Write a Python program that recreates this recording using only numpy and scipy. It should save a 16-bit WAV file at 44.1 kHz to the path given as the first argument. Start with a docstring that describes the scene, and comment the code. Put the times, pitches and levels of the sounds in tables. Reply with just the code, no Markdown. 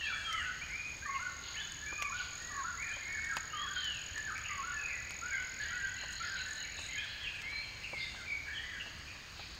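"""Songbirds call back and forth in dense forest: low whistled pairs, harsher slurs and high sweeps.
Whistles are gliding, nearly pure tones, rasps are noise in a throat resonance, and the trunks scatter
them all. An insect pulses near 7 kHz, once a wing stroke, and stops dead, leaving a far chorus.
Dry leaf litter snaps and taps close by; faint high hisses come and go over a low rumble of air."""
import sys
import numpy as np
from scipy import signal
from scipy.fft import rfft, irfft, next_fast_len
from scipy.io import wavfile
from scipy.ndimage import uniform_filter1d

SR = 44100
rng = np.random.default_rng(int(sys.argv[2]) if len(sys.argv) > 2 else 0)


def log_audio(samples):
    """Write samples as a 16-bit WAV file to the path given in sys.argv[1]."""
    # one column per channel
    frames = np.atleast_2d(samples).T
    # limit to full scale, then quantise
    limited = np.clip(frames, -1, 1)
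    pcm = np.round(limited * 32767).astype(np.int16)
    wavfile.write(sys.argv[1], SR, pcm)


N = 422919
TIME = np.arange(N) / SR


# Two-note motifs, low (sinking, lifted) and high (rising, held), before each call retunes them:
# delay/s, length/s, f/Hz at four even steps through the note, relative level/dB
LOW_MOTIF = [(0, .135, 1275, 1155, 1150, 1024, 0), (0.139, .108, 1336, 1520, 1510, 1410, 1.5)]
HIGH_MOTIF = [(0, .08, 1313, 1427, 1462, 1390, -1.5), (.097, .09, 1567, 1594, 1526, 1530, 0.85)]
# Low calls: t/s, pitch factor of note one, of note two, level/dB before trim
LOW_CUES = [(.26, 1.12, 0.99, -43), (1.055, 0.96, 0.97, -42.5), (1.98, 1, 0.97, -43.5),
            (2.5, 0.97, 0.95, -43), (3.53, 1.015, 1.02, -43), (4.49, 0.99, 0.96, -43)]
# High calls: t/s, pitch factor, level/dB before trim
HIGH_CUES = [(5.215, 1, -40), (5.705, 1, -40.5), (6.2, 0.99, -40.5)]

def whistler():
    """The lead voice: a near bird whistles clean pairs of notes."""
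    notes = phrases(LOW_CUES, LOW_MOTIF) + phrases(HIGH_CUES, HIGH_MOTIF)
    voice = song(notes, waver=.016, flutter=.35, taper=.2, octave_db=-38)
    return forest(gain_of(-.7) * voice, wet_db=-7.5, near_db=-4, near_s=.028)


# Answering slurs: t/s, length/s, starting f/Hz, level/dB before trim
SLUR_CUES = [(.01, 0.096, 1770, -48.5), (0.132, 0.087, 1753, -51.5), (0.313, 0.13, 2100, -47.5),
             (1.557, 0.073, 1742, -52), (1.819, 0.1, 1743, -53), (2.51, 0.1, 1747, -52),
             (2.828, 0.1, 1810, -51), (3.087, 0.11, 1866, -50), (3.22, 0.087, 1855, -50.5),
             (3.576, 0.12, 1890, -53.5), (3.818, 0.095, 1815, -53), (4.144, 0.07, 1810, -49),
             (4.201, 0.069, 1781, -51.5), (4.728, 0.1, 1736, -50), (5.6, 0.068, 1710, -47),
             (6.231, 0.11, 1768, -53.5), (6.455, 0.075, 1795, -52.5), (6.959, 0.1, 1696, -52),
             (8.637, 0.093, 2036, -53.5)]

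def answering_bird(dive_per_s3=153.6):
    """Each hoarse slur starts flat and loses pitch with the cube of time."""
    progress = np.linspace(0, 1, 4)
    notes = [(s, length, *(hz * (1 - dive_per_s3 * (progress * length) ** 3)), db)
             for s, length, hz, db in SLUR_CUES]
    voice = song(notes, waver=.0259, flutter=.28, taper=.025, octave_db=-41)
    return forest(gain_of(4) * voice, wet_db=-3.5, near_db=-5.5, near_s=.09)


# Canopy whistles: t/s, length/s, held f/Hz, starting offset/share of f, waver/share of f,
# level/dB before trim
GLIDE_CUES = [(0.068, 0.084, 2335, 0.04, 0.0082, -45.5), (0.612, 0.038, 2507, -0.13, 0.0097, -45),
              (0.697, 0.19, 2461, -0.18, .012, -45), (1.021, 0.17, 2104, -0.27, 0.023, -46),
              (1.86, 0.23, 2447, -0.074, 0.013, -46.5), (2.018, 0.077, 2260, 0.04, 0.016, -47.5),
              (2.395, 0.12, 1926, -0.049, .008, -52), (2.774, .18, 2434, -.2, .018, -45),
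              (3.014, 0.21, 2207, -0.073, 0.0094, -45.5), (4.765, .12, 2482, 0.083, 0.014, -44),
              (4.877, 0.12, 1905, 0.23, 0.023, -48), (5.306, 0.077, 2144, 0.073, 0.029, -42),
              (5.633, 0.19, 1930, -0.066, .015, -50), (7.43, 0.19, 2300, -.11, 0.0076, -47.5),
              (7.5, 0.144, 4190, -0.04, 0.014, -50), (7.916, 0.15, 2100, 0.13, 0.016, -45.5),
              (8.257, 0.11, 2280, 0.031, 0.027, -42.5), (8.479, 0.18, 1849, -0.16, .025, -50.5),
              (8.528, 0.11, 3315, -0.0014, 0.009, -53)]

def canopy_glides(settle_s=.11):
    """Each whistle slides in from above or below and flattens out on its held pitch."""
    progress = np.linspace(0, 1, 7)
    notes, wavers = [], []
    for s, length, hz, offset, waver, db in GLIDE_CUES:
        slide = np.maximum(1 - progress * max(length / settle_s, 1), 0) ** 2
        notes.append((s, length, *(hz * (1 + offset * slide)), db))
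        wavers.append(waver)
    voice = song(notes, waver=wavers, flutter=.35, taper=.17, octave_db=-32)
    return forest(gain_of(.13) * voice, wet_db=-4.5, near_db=-3, near_s=.05)


# Quick chirps: t/s, length/s, starting f/Hz, final f/Hz, level/dB before trim
CHIRP_CUES = [(0, 0.091, 2803, 2460, -44.5), (0.1, 0.03, 1527, 1253, -42.5),
              (1.543, 0.082, 1988, 3580, -45.5), (2.925, 0.041, 2965, 3280, -53),
              (3.289, 0.051, 1740, 1243, -41.5), (4.274, 0.039, 1668, 1210, -41),
              (6.64, 0.032, 2305, 1890, -48.5), (6.885, 0.052, 1980, 2190, -49),
              (6.938, 0.068, 1908, 2600, -45), (6.977, .032, 3045, 3450, -44.5),
              (7.209, 0.03, 3160, 3320, -48), (7.24, 0.046, 3107, 2420, -43),
              (7.338, 0.036, 2700, 2336, -48), (8.159, .065, 1633, 1346, -54.5),
              (8.542, 0.047, 3300, 2900, -46), (8.713, 0.068, 1765, 1426, -51.5)]

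def chirps(bow=.12):
    """Each chirp leaps along a slight arch: falling ones speed up, rising ones ease off."""
    notes = [(s, length, start, (start + end) / 2 + bow * abs(end - start), end, db)
             for s, length, start, end, db in CHIRP_CUES]
    voice = song(notes, waver=.027, flutter=.23, taper=.091, octave_db=-24)
    return forest(gain_of(-.5) * voice, wet_db=-3.5, near_db=-1, near_s=.048)


# A long, high two-note sweep: columns as in LOW_MOTIF
ARCH_MOTIF = [(0, .22, 2850, 3267, 3430, 3347, -3), (.26, .235, 3300, 3156, 2927, 2510, 2)]
# Its calls: t/s, pitch factor, level/dB before trim
ARCH_CUES = [(-.025, 0.99, -49), (3.5, 0.97, -47)]

def canopy_arches():
    """A canopy bird sweeps up on one note and slowly down on the next."""
    notes = phrases(ARCH_CUES, ARCH_MOTIF)
    voice = song(notes, waver=.0048, flutter=.34, taper=.18, octave_db=-30, strain_s=.0006)
    return forest(gain_of(-1.4) * voice, wet_db=-3, near_db=1, near_s=.026)


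# Hoarse churrs: t/s, length/s, centre f/Hz, level/dB before trim
CHURR_CUES = [(1.14, 0.035, 2680, -52.5), (2.17, 0.039, 2900, -56), (4.35, 0.041, 2340, -49.5),
              (4.44, 0.032, 2740, -48), (4.485, 0.048, 2130, -48), (4.89, 0.05, 2380, -48),
              (5.05, 0.12, 2360, -55.5), (7.02, .04, 3370, -51.5), (7.825, 0.034, 2690, -49.5),
              (7.85, 0.04, 2380, -49), (7.99, .07, 3650, -54), (8.46, 0.054, 1740, -52.5),
              (8.795, 0.034, 2830, -47.5), (9.065, 0.075, 2500, -57), (9.4, 0.048, 2460, -56.5)]

def churrs():
    """Short bursts of noise in one resonance of the throat."""
    return gain_of(4) * noise_bursts(CHURR_CUES, width_hz=167)


# A far bird's rasps: t/s, length/s, centre f/Hz, width/Hz, lower resonance/dB re the main one,
# level/dB before trim
BUZZ_CUES = [(0, .12, 4220, 480, 0, -46.5), (1.408, 0.14, 4190, 456, -0.5, -47.5),
             (2.118, 0.16, 4205, 502, 0, -47.5), (3.715, .15, 4080, 480, -1.5, -47),
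             (5.586, 0.1, 4380, 400, 0, -48), (5.945, 0.13, 4150, 200, -2, -48),
             (6.111, 0.11, 4186, 223, -8, -46), (6.202, .12, 4760, 376, -1, -48),
             (6.339, 0.11, 4045, 230, -6, -44.5), (6.536, 0.11, 4070, 203, -5, -46.5),
             (6.755, .12, 3900, 193.4, -8, -46.5), (7.041, 0.118, 4070, 192, -2, -48),
             (7.947, .12, 4500, 396, -7, -47), (9.355, .13, 4200, 485, -3, -49.5)]

def buzzes(lower_ratio=.72, rise_widths=1.2):
    """A rasp swells and fades while its resonance, and a second one below it, climb."""
    out = np.zeros(N)
    for s, length, hz, width_hz, lower_db, db in BUZZ_CUES:
        progress = TIME[:int(length * SR)] / length
        phase = 2 * np.pi * np.cumsum(hz + rise_widths * width_hz * (progress - .5)) / SR
        main = band_noise(len(phase), 0, width_hz) * np.sin(phase)
        lower = gain_of(lower_db) * band_noise(len(phase), 0, width_hz) * np.sin(phase * lower_ratio)
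        add(out, s, gain_of(db) * unit_rms((main + lower) * np.sin(np.pi * progress)))
    return gain_of(-6) * out


# The near insect's fader and pitch: t/s, level/dB, carrier f/Hz
INSECT_CURVE = [(0, -63, 6680), (0.801, -59.5, 6650), (1.198, -55, 6646), (2.1, -52.5, 6766),
                (3, -52.5, 6752), (6.99, -52.5, 6730)]
# Its wings hurry as it warms up and tire before it stops: t/s, stroke rate/Hz
STROKE_RATE = [(0, 42.6), (1.2, 42.6), (1.8, 42.35), (2.5, 42.88), (3.2, 42.7), (5, 42.6), (7, 42.25)]

def insect(stop_s=6.995, pulse_width=.09, sag_hz=1400):
    """One short pulse a wing stroke, its pitch sagging as it sounds."""
    s, db, hz = np.transpose(INSECT_CURVE)
    stroke = (np.cumsum(automation(STROKE_RATE)) / SR + .21) % 1 - .5  # zero at the pulse's peak
    unevenness = np.exp(.19 * band_noise(N, 0, 33))
    pulse = unit_rms(np.exp(-.5 * (stroke / pulse_width) ** 2) * unevenness)
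    jitter = .3 * band_noise(N, 0, 130)
    pitch_hz = np.interp(TIME, s, hz) + 5 * band_noise(N, 0, 14) - sag_hz * stroke
    phase = 2 * np.pi * np.cumsum(pitch_hz) / SR + jitter
    tone = np.sqrt(2) * (np.sin(phase) + gain_of(-26) * np.sin(2 * phase))
    wing_scrape = gain_of(-23) * band_noise(N, 21400, 1000)  # lies above the final low-pass
    call = gain_of(np.interp(TIME, s, db)) * (pulse * tone + wing_scrape) * (TIME < stop_s)
    return forest(call, wet_db=-13, near_db=-10, near_s=.015)


# Dry leaf snaps: t/s, peak level/dB, body near 2 kHz/dB re the treble
SNAP_CUES = [(.328, -31, -14), (1.721, -37.5, -18), (2.023, -22, 3), (3.247, -37, -5), (3.368, -23.5, 11.5),
             (3.721, -44, -7), (3.844, -32, -6), (4.179, -32, 5), (4.379, -37, -12), (5.107, -28.5, -2),
             (5.54, -43, -12), (6.126, -37, -7), (7.418, -37.5, -16), (7.836, -39.5, -14)]
# Soft taps on the litter: t/s, peak level/dB, f/Hz
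TAP_CUES = [(1.924, -38, 1070), (2.965, -45, 622), (3.368, -41, 870), (6.033, -43.5, 784),
            (6.787, -42.5, 850), (7.524, -46, 940), (7.93, -37.5, 780), (8.144, -39.5, 1000),
            (8.859, -46, 596), (9.15, -48, 930), (9.393, -41.5, 850)]

def litter(snap_s=.0016, crumble_s=.008, tap_s=.0036):
    """Leaves crack with a short crumble after; taps are dull, quickly damped knocks."""
    out, t = np.zeros(N), TIME[:SR // 10]
    decay = np.exp(-t / snap_s) + gain_of(-15) * np.exp(-t / crumble_s)
    for s, db, body_db in SNAP_CUES:
        treble = band_noise(len(t), 4880, 2320) + .14 * band_noise(len(t), 13000, 2500)
        body = gain_of(body_db) * band_noise(len(t), 2020, 910)
        crack = (treble + body) * decay
        add(out, s, gain_of(db) * crack / abs(crack).max())
    for s, db, hz in TAP_CUES:
        knock = band_noise(len(t), hz, .53 * hz) * t * np.exp(-t / tap_s)
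        add(out, s, gain_of(db) * knock / abs(knock).max())
    return forest(out, wet_db=-22, near_db=-10, near_s=.012)


# Faint high hisses: t/s, length/s, level/dB
HISS_CUES = [(0.096, 0.41, -63.5), (3.228, .22, -70), (6.092, 0.085, -63), (6.438, 0.16, -63),
             (6.768, 0.15, -59), (7.8, 0.5, -66.5)]

def high_hisses(centre_hz=7100, width_hz=1500, ticks_per_s=25, tick_s=.005):
    """Faint, short, grainy hisses near 7 kHz, over a fainter crinkle of random ticks."""
    hisses = noise_bursts([(s, length, centre_hz, db) for s, length, db in HISS_CUES], width_hz)
    ticks = (rng.random(N) < ticks_per_s / SR) * gain_of(12 * rng.random(N))
    tick_decays = signal.lfilter([1], [1, -np.exp(-1 / (tick_s * SR))], ticks)
    crinkle = tick_decays * band_noise(N, centre_hz, width_hz)
    grain = unit_rms(np.exp(.15 * band_noise(N, 0, 83)))
    return hisses * grain + gain_of(-75) * unit_rms(crinkle)


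# The distant flock's fader: t/s, level/dB before trim
FLOCK_FADER = [(0, -68), (5.2, -54.5), (6.2, -50.5), (7.3, -52), (9.59, -63.5)]

def flock(count=260):
    """Far birds: many short chance glides that blur into chatter."""
    when, length, pitch, slope, softness = rng.random((count, 5)).T
    hz = 1600 * 1.9 ** pitch
    fall = .3987 * (slope - .5)
    pitches = hz * (1 + fall), hz, hz * (1 - fall)
    notes = np.transpose([when * TIME[-1], .036 + .07 * length, *pitches, -8 * softness])
    chatter = song(notes, waver=.04, flutter=.3, taper=.5, octave_db=-40)
    return gain_of(automation(FLOCK_FADER) - 4) * unit_rms(chatter)


# The far insects' fader: t/s, level/dB
CHORUS_FADER = [(0, -58), (.8, -58), (1, -57), (2.5, -54.5), (3, -60), (7.2, -65), (8.2, -62),
                (9.59, -64.5)]

def insect_chorus():
    """Many far insects blur into a narrow whine."""
    whine = band_noise(N, 6670, 100) + .75 * band_noise(N, 6530, 260)
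    return gain_of(automation(CHORUS_FADER)) * unit_rms(whine)


# The bed's EQ, still forest air and far insect hiss: f/Hz, relative level/dB
AIR_EQ = [(20, -12.5), (60, 3), (100, -3), (200, -11.5), (400, -17), (900, -17), (1700, -12.5),
          (3500, -18.5), (4500, -12), (5600, -22), (7400, -28), (10500, -44), (14000, -36), (16000, -37.5)]

def air(level_db=-51, patchy_db=1.4, steady_below_hz=300):
    """A steady low rumble, and far hiss drifting in soft patches."""
    frames, hz = N // 512 + 5, np.fft.rfftfreq(2048, 1 / SR)
    real, imaginary, patches = rng.standard_normal((frames, len(hz), 3)).T
    patches = uniform_filter1d(patches, size=24, axis=0)  # smooth across frequency
    patches = unit_rms(uniform_filter1d(patches, size=12, axis=1))  # and across time
    drift_db = (patchy_db * hz / (hz + steady_below_hz))[:, None] * patches
    spectrum = (real + 1j * imaginary) * gain_of(curve_at(AIR_EQ, hz)[:, None] + drift_db)
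    return gain_of(level_db) * unit_rms(signal.istft(spectrum, nperseg=2048, noverlap=1536)[1][:N])


# How long the trees ring: f/Hz, t60/s
FOREST_DECAY = [(500, 0.17), (1200, 1.36), (1800, 1.9), (2500, 1.3), (4000, 1.68), (8000, 0.55)]

def forest(x, wet_db, near_db, near_s):
    """Direct sound, a quick cluster of echoes from near trunks, and the long scatter of the wood."""
    t = TIME[:SR]
    build_up = np.clip((t - .008) / .025, 0, 1)
    echoes = rng.standard_normal(SR) * (rng.random(SR) < 2500 / SR) * build_up
    hz, age, spectrum = signal.stft(echoes, SR, nperseg=256)
    decay = gain_of(-60 * age / curve_at(FOREST_DECAY, hz)[:, None])
    tail = signal.istft(spectrum * decay, SR, nperseg=256)[1][:SR]
    tail /= np.linalg.norm(echoes * gain_of(-60 * t))  # unit energy for a t60 of 1 s
    near = rng.standard_normal(SR) * (rng.random(SR) < 900 / SR) * np.exp(-t / near_s)
    response = gain_of(wet_db) * tail + gain_of(near_db) * near / np.linalg.norm(near)
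    response[0] += 1  # the direct sound
    return signal.fftconvolve(x, response)[:N]


def song(notes, waver, flutter, taper, octave_db, strain_s=0):
    """Gliding bird tones: waver shakes the pitch, flutter the level; strain roughens fast leaps."""
    out = np.zeros(N)
    for (s, length, *pitches, db), note_waver in zip(notes, np.resize(waver, len(notes))):
        progress = TIME[:int(length * SR)] / length
        glide = np.polyfit(np.linspace(0, 1, len(pitches)), pitches, len(pitches) - 1)
        tremble, unsteady = (band_noise(len(progress), 0, hz) for hz in (70, 40))
        hoarse = note_waver + strain_s * np.ptp(pitches) / np.mean(pitches) / length
        phase = 2 * np.pi * np.cumsum(np.polyval(glide, progress) * (1 + hoarse * tremble)) / SR
        swell = np.sin(np.pi * progress) ** taper
        tone = np.sin(phase) + gain_of(octave_db) * np.sin(2 * phase)
        add(out, s, gain_of(db) * unit_rms(tone * swell * np.exp(flutter * unsteady)))
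    return out


def phrases(cues, motif):
    """The same motif at every cue, louder or softer, retuned as a whole or note by note."""
    return [(s + delay, length, *(factor * np.array(pitches)), db + note_db)
            for s, *factors, db in cues
            for factor, (delay, length, *pitches, note_db) in zip(np.resize(factors, len(motif)), motif)]


def noise_bursts(cues, width_hz):
    """One band of noise a cue, faded in and out."""
    out = np.zeros(N)
    for s, length, hz, db in cues:
        fade = signal.windows.tukey(int(length * SR), .5)
        add(out, s, gain_of(db) * band_noise(SR // 2, hz, width_hz)[:len(fade)] * fade)
    return out


def band_noise(size, centre_hz, width_hz):
    """Noise under a bell-shaped band; centred on zero it is a slow wander."""
    length = next_fast_len(size + 4096)
    bell = np.exp(-.5 * ((np.fft.rfftfreq(length, 1 / SR) - centre_hz) / width_hz) ** 2)
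    return unit_rms(irfft(rfft(rng.standard_normal(length)) * bell, length))[:size]


def gain_of(db):
    """Decibels to amplitude."""
    return 10 ** (np.asarray(db) / 20)


def unit_rms(x):
    """Scaled to an rms of 1."""
    return x / np.sqrt(np.mean(x ** 2) + 1e-20)


def automation(points):
    """Straight ramps between (time, value) points."""
    return np.interp(TIME, *np.transpose(points))


def curve_at(points, hz):
    """A table read on a log-frequency axis."""
    f, value = np.transpose(points)
    return np.interp(np.log(hz + 1), np.log(f + 1), value)


def add(mix, s, sound):
    """Mixes a sound in at time s; one cued before zero is joined midway."""
    start = round(s * SR)
    sound = sound[max(-start, 0):]
    part = mix[max(start, 0):][:len(sound)]
    part += sound[:len(part)]


def scene():
    """The mono mix; the rasping birds and the flock sit farthest back, with the most scatter."""
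    whistles = whistler() + answering_bird() + canopy_glides() + chirps() + canopy_arches()
    far_birds = forest(churrs() + buzzes() + flock(), wet_db=-2.5, near_db=-1, near_s=.075)
    return (whistles + far_birds + insect() + litter() + high_hisses() + insect_chorus() + air())[None]


def record(dry):
    """A steep low-pass at 15.8 kHz on the whole mix."""
    low_pass = signal.firwin(511, 15800, window=("kaiser", 9), fs=SR)
    return signal.oaconvolve(dry, low_pass[None], "same")


dry = scene()
out = record(dry)
log_audio(out)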